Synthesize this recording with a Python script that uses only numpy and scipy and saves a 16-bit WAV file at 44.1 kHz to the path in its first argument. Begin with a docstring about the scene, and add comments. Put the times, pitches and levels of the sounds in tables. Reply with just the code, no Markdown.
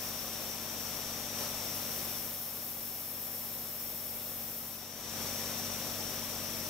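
"""A quick even beat is heard first, with a loose rattle on top: a toy steam engine near 970 turns a minute.
The beat is a sum of crank harmonics phased by the knocks of each turn; the rattle is noise flaring at them.
Filtered noise forms the steam: a broad hiss, sputtering port resonances and a thin bright jet.
The jet swells in the middle while the rest sounds softer, then dies back for a moment."""
import sys
import numpy as np
from scipy import signal
from scipy.fft import rfft, irfft
from scipy.io import wavfile
from scipy.ndimage import uniform_filter1d

SR = 44100
rng = np.random.default_rng(int(sys.argv[2]) if len(sys.argv) > 2 else 0)


def to_wav(s):
    """Save 16-bit WAV."""
    ch = np.atleast_2d(s).T  # columns
    pcm = np.round(np.clip(ch, -1, 1) * 32767)  # PCM
    wavfile.write(sys.argv[1], SR, pcm.astype(np.int16))


N = 295161

# Crankshaft speed. Each row: time in seconds, turns per minute.
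CRANK_SPEED = [(0, 965.8), (0.9, 966.3), (1.5, 968.0), (2.9, 970.1), (3.7, 969.4), (5.0, 969.3),
               (5.6, 967.1), (6.69, 968.1)]
# Strongest vibrations of the base. Each row: multiple of the crank frequency, relative amplitude in dB.
BASE_HARMONICS = [(2, -75), (3, -64.5), (6, -54), (8, -62), (9, -61.5), (10, -60), (11, -62), (14, -51),
                  (15, -68.5), (16, -62), (17, -61), (19, -63), (20, -64), (22, -67), (24, -66), (25, -67),
                  (26, -65), (28, -68.5), (30, -62.5), (31, -85), (33, -60.5), (35, -77), (36, -81),
                  (37, -61.5), (38, -63)]
# Force of the jet. Each row: time in seconds, force from 0 (soft) to 1 (hard).
JET_FORCE = [(0, 0.29), (1.25, 0), (1.6, 0.26), (2.1, 0.44), (2.6, 0.81), (3.2, 0.9), (4.5, 0.98),
             (4.77, .44), (4.97, 0), (6.69, 0.29)]
# Knocks in each turn. Each row: place as a share of the turn, relative strength.
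TURN_KNOCKS = [(.374, 1.0), (.514, .55), (.735, .45), (.883, .8), (.014, .6)]
# Spectrum of the rattle. Each row: frequency in Hz, relative density in dB per Hz.
RATTLE_SPECTRUM = [(20, -10), (42, 1), (75, -14.5), (130, -7.5), (200, -6), (260, -0.5), (350, -5),
                   (490, 0), (620, 1.5), (680, -2.5), (760, 1), (870, -4), (1230, -5), (1500, -21),
                   (4000, -53)]
# Spectrum of the broad steam hiss. Each row: frequency in Hz, relative density in dB per Hz.
HISS_SPECTRUM = [(200, -20), (1300, 0.5), (3100, 1), (3650, 3), (3950, 0), (4400, -2), (4570, 2),
                 (4750, -0.5), (5050, -4.5), (6300, 1), (7000, 0), (9000, -2), (11000, -4), (16000, -22)]
# Spectrum of the jet at force 0. Each row: frequency in Hz, relative density in dB per Hz.
SOFT_JET_SPECTRUM = [(3000, -40), (7000, -19), (10000, -12), (10900, -13), (11600, -4.5), (12250, -2.5),
                     (12600, -6), (13050, 0), (13500, -1), (14300, -5), (15000, -3.5), (15800, -6.5)]
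# Spectrum of the jet at force 1. Each row: frequency in Hz, relative density in dB per Hz.
HARD_JET_SPECTRUM = [(3000, -36), (7600, -18), (8500, -12.5), (9050, -15), (10100, -8.5), (10850, -14),
                     (11400, -1.5), (11900, -4), (12300, -2), (12600, -7.5), (13200, -1.5), (14700, 0),
                     (15200, -4.5), (15800, -6)]
# Resonances of the steam ports. Each row: frequency in Hz at half force, width in Hz,
# relative level in dB with a soft jet, relative level in dB with a hard jet.
PORT_RESONANCES = [(5270, 120, -2, 0), (5460, 100, 1, 1.5), (5625, 70, -1, -6), (5745, 100, 1.5, -5),
                   (5885, 140, .5, -4)]
# Relation of the two microphone signals. Each row: frequency in Hz, likeness from 0 to 1,
# left minus right level in dB, phase lead of the left in radians.
MICROPHONE_PAIR = [(100, 0.89, -2, -0.76), (480, .98, 6.5, 0.22), (920, 0.98, 2.5, -0.51),
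                   (1700, 0.82, 5, -0.58), (3020, 0.44, 1, -0.51), (3700, 0.52, 5, 0.58),
                   (5000, 0, 2, 0.08), (5300, 0.6, 9, 1), (6160, 0.5, 4.5, 0.97), (6440, 0.24, 2, 0.1),
                   (7440, 0.37, 3, 0.3), (9400, 0.07, 3.5, -0.51), (12000, 0.6, 3.5, -0.35),
                   (13400, 0.25, 9, -0.63), (14500, 0.8, 1, -0.61), (15700, .5, 1, -.7)]
# Shared loudness of all layers, dipping while the jet is loud.
# Each row: time in seconds, level in dB before each voice's own gain.
SHARED_LEVEL = [(0.0, -47), (0.03, -46), (0.73, -46.5), (0.88, -45.5), (1.32, -46), (1.43, -42.5),
                (1.49, -45), (2.07, -45.5), (2.4, -50), (2.96, -51), (4.27, -50.5), (4.92, -51.5),
                (5.22, -44), (6.69, -45.5)]

EDGE_HZ = 15740  # upper limit of the band
T = np.arange(N) / SR  # sample times, s
BINS = np.fft.rfftfreq(2048, 1 / SR)  # spectral bins, Hz
FRAMES = np.arange(N // 512 + 3) * 512 / SR  # times of the short-time spectra, s
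# Force at the middle of the change to full blast, and the scale of that smooth change
BLAST_FORCE, BLAST_RANGE = 0.45, 0.13
# Change of each voice's level at full blast (dB)
BLAST_WORKS_DB, BLAST_HISS_DB, BLAST_PORTS_DB, BLAST_JET_DB = 0.34, -0.9, -3.5, 9
# The beat grows firmer and the jet a little weaker as the run goes on (dB per s)
BEAT_DB_PER_S, JET_DB_PER_S = 0.38, -0.2
# Share by which the port resonances sink from a soft to a hard jet
PORT_SAG = 0.0094


def engine(works_db=3.0):
    """Rotational excitation: beat and rattle share the phase of a crankshaft that turns slightly unevenly."""
    steady_turns = np.cumsum(at(CRANK_SPEED, T)) / 60 / SR
    turns = steady_turns + .0025 * wander(6)
    level = amp(works_db) * loudness(BLAST_WORKS_DB)
    # scaling to rms 1 keeps only the course of the beat's level
    beat_course = evened(level * amp(BEAT_DB_PER_S * T))
    return beat_course * beat(turns) + level * rattle(turns)


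def beat(turns, shake_db=0, upper_db=-71, fall_db=-13, waver=0.11):
    """Fourier synthesis: knocks repeating each turn shake the tin base at multiples of the crank frequency."""
    # weaker harmonics above the tabled ones fall by fall_db per octave, with random scatter
    upper = np.arange(BASE_HARMONICS[-1][0] + 1, 90)
    upper_levels = upper_db + fall_db * np.log2(upper / upper[0])
    upper_levels = upper_levels + 3.5 * rng.standard_normal(len(upper))
    harmonics = list(BASE_HARMONICS) + list(zip(upper, upper_levels))
    sways = [1 + waver * wander(12.0) for _ in range(7)]
    vibration = np.zeros(N)
    for i, (k, db) in enumerate(harmonics):
        k = round(k)
        # the knocks set the phase of each harmonic
        push = sum(strength * np.exp(-2j * np.pi * k * place) for place, strength in TURN_KNOCKS)
        # random phase scatter, wider for higher harmonics, softens the knocks
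        scatter = (.5 + k / 20) * rng.standard_normal()
        phase = np.angle(push) + scatter
        line = np.cos(2 * np.pi * k * turns + phase)
        vibration += amp(db + shake_db) * sways[i % len(sways)] * line
    return vibration * amp(np.array([[1.9], [-2.5]]))  # left and right gain, dB


def rattle(turns, knock=0.2, length=0.059, rattle_db=-7):
    """Impact excitation: play in crank and bearings gives noise whose envelope decays after each knock."""
    # length is the decay constant as a share of a turn
    flare = sum(strength * np.exp(-((turns - place) % 1) / length) for place, strength in TURN_KNOCKS)
    envelope = evened(1 + knock * flare)
    shape = in_band(amp(colour(RATTLE_SPECTRUM, BINS)), (300, 1500))
    return amp(rattle_db) * envelope * noise(shape, ripple_db=11)


def jet(jet_db=0.65, flutter_db=0.58, edge_hz=10150, edge_width_hz=380, edge_db=5):
    """Jet noise: its spectrum shifts with force, its brightest band climbing as the jet blows harder."""
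    force = np.clip(at(JET_FORCE, FRAMES), 0, 1)[:, None]
    soft, hard = colour(SOFT_JET_SPECTRUM, BINS), colour(HARD_JET_SPECTRUM, BINS)
    tone = (1 - force) * soft + force * hard
    # a lower band sings most at half force
    edge_band = np.exp(-((BINS - edge_hz) / edge_width_hz) ** 2)
    edge = edge_db * np.sin(np.pi * force) ** 2 * edge_band
    shape = in_band(amp(tone + edge), (11000, 15600))
    gain = amp(jet_db + JET_DB_PER_S * T + flutter_db * wander(22))
    return gain * loudness(BLAST_JET_DB) * noise(shape, ripple_db=5.5)


def ports(ports_db=-0.43, sputter_db=0.6):
    """Resonance: wet steam sputters through narrow ports and rings a cluster of resonances."""
    force = np.clip(at(JET_FORCE, FRAMES), 0, 1)[:, None]
    bend = 1 - PORT_SAG * (force - .5)
    power = 0
    for hz, width, soft, hard in PORT_RESONANCES:
        peak = amp(soft + (hard - soft) * force) ** 2
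        power = power + peak / (1 + ((BINS - hz * bend) / width) ** 2) ** 2
    shape = in_band(np.sqrt(power), (5150, 6050))
    gain = amp(ports_db + sputter_db * wander(22))
    return gain * loudness(BLAST_PORTS_DB) * noise(shape, ripple_db=5.5)


def hiss(hiss_db=-3.0):
    """Turbulence noise: the boiler and leaking steam give a broad hiss of fixed spectrum."""
    shape = in_band(amp(colour(HISS_SPECTRUM, BINS)), (1500, 4800))
    return amp(hiss_db) * loudness(BLAST_HISS_DB) * noise(shape, ripple_db=4.0)


def loudness(blast_db):
    """Gain modulation: a voice follows the shared level, shifted by blast_db at full blast."""
    blast = .5 + .5 * np.tanh((at(JET_FORCE, T) - BLAST_FORCE) / BLAST_RANGE / 2)
    return amp(at(SHARED_LEVEL, T) + blast_db * blast)


def noise(shape, ripple_db):
    """Partial coherence and interference: coloured noise at two microphones, its treble finely rippled."""
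    white = rng.standard_normal((2, (len(FRAMES) - 1) * 512))
    a, b = signal.stft(white, nperseg=2048, noverlap=1536)[2].transpose(0, 2, 1)
    same = np.clip(colour(MICROPHONE_PAIR, BINS), 0, 1)
    lean = amp(colour(MICROPHONE_PAIR, BINS, order=2) / 2)
    lead = colour(MICROPHONE_PAIR, BINS, order=3)
    left = a * lean
    right = (same * a + np.sqrt(1 - same ** 2) * b) * np.exp(-1j * lead) / lean
    # dividing by the rms gain of the left-right mean gives that mean the wanted spectrum
    centre = np.sqrt(lean ** 2 + lean ** -2 + 2 * same * np.cos(lead)) / 2
    spectra = np.array([left, right]) / centre * shape
    sound = signal.istft(spectra.transpose(0, 2, 1), nperseg=2048, noverlap=1536)[1][:, :N]
    # the fixed ripple is deepest where reflections outweigh the direct sound
    depth_db = ripple_db * np.sqrt(1 - same ** 2)
    ripple = amp(depth_db * rng.uniform(-1.1, 1, len(BINS)))
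    ripple /= np.sqrt(uniform_filter1d(ripple ** 2, size=9))
    fine_ripple = np.interp(np.fft.rfftfreq(N, 1 / SR), BINS, ripple)
    return irfft(rfft(sound) * fine_ripple, N)


def in_band(shape, band):
    """Power normalisation: scales a spectrum by its power inside the band (Hz), so levels compare."""
    inside = (BINS > band[0]) & (BINS < band[1])
    return shape / np.sqrt(np.mean(shape ** 2 * inside, axis=-1, keepdims=True))


def wander(rate_hz):
    """Low-pass filtering: white noise kept mainly below rate_hz becomes slow random motion of rms 1."""
    hz = np.fft.rfftfreq(N, 1 / SR)
    return evened(irfft(rfft(rng.standard_normal(N)) / (1 + (hz / rate_hz) ** 4), N))


def colour(rows, hz, order=1):
    """Logarithmic pitch scale: interpolates one column of a spectrum over log frequency."""
    rows = np.array(rows, float)
    return np.interp(np.log(hz + 1), np.log(rows[:, 0]), rows[:, order])


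def at(rows, t, order=1):
    """Linear interpolation: reads one column of a time curve."""
    rows = np.array(rows, float)
    return np.interp(t, rows[:, 0], rows[:, order])


def evened(x):
    """Root-mean-square normalisation: scales to rms 1."""
    return x / np.sqrt(np.mean(x ** 2) + 1e-20)


def amp(db):
    """Decibel law: converts decibels to amplitude gain."""
    return 10 ** (np.asarray(db) / 20)


def scene():
    """Superposition: the works and the three voices of the steam add."""
    return engine() + jet() + ports() + hiss()


def record(dry):
    """Band limitation: a symmetric low-pass filter removes what lies above EDGE_HZ."""
    low_pass = signal.firwin(1023, EDGE_HZ, window=("kaiser", 9), fs=SR)
    return signal.oaconvolve(dry, low_pass[None], "same")


dry = scene()
out = record(dry)
to_wav(out)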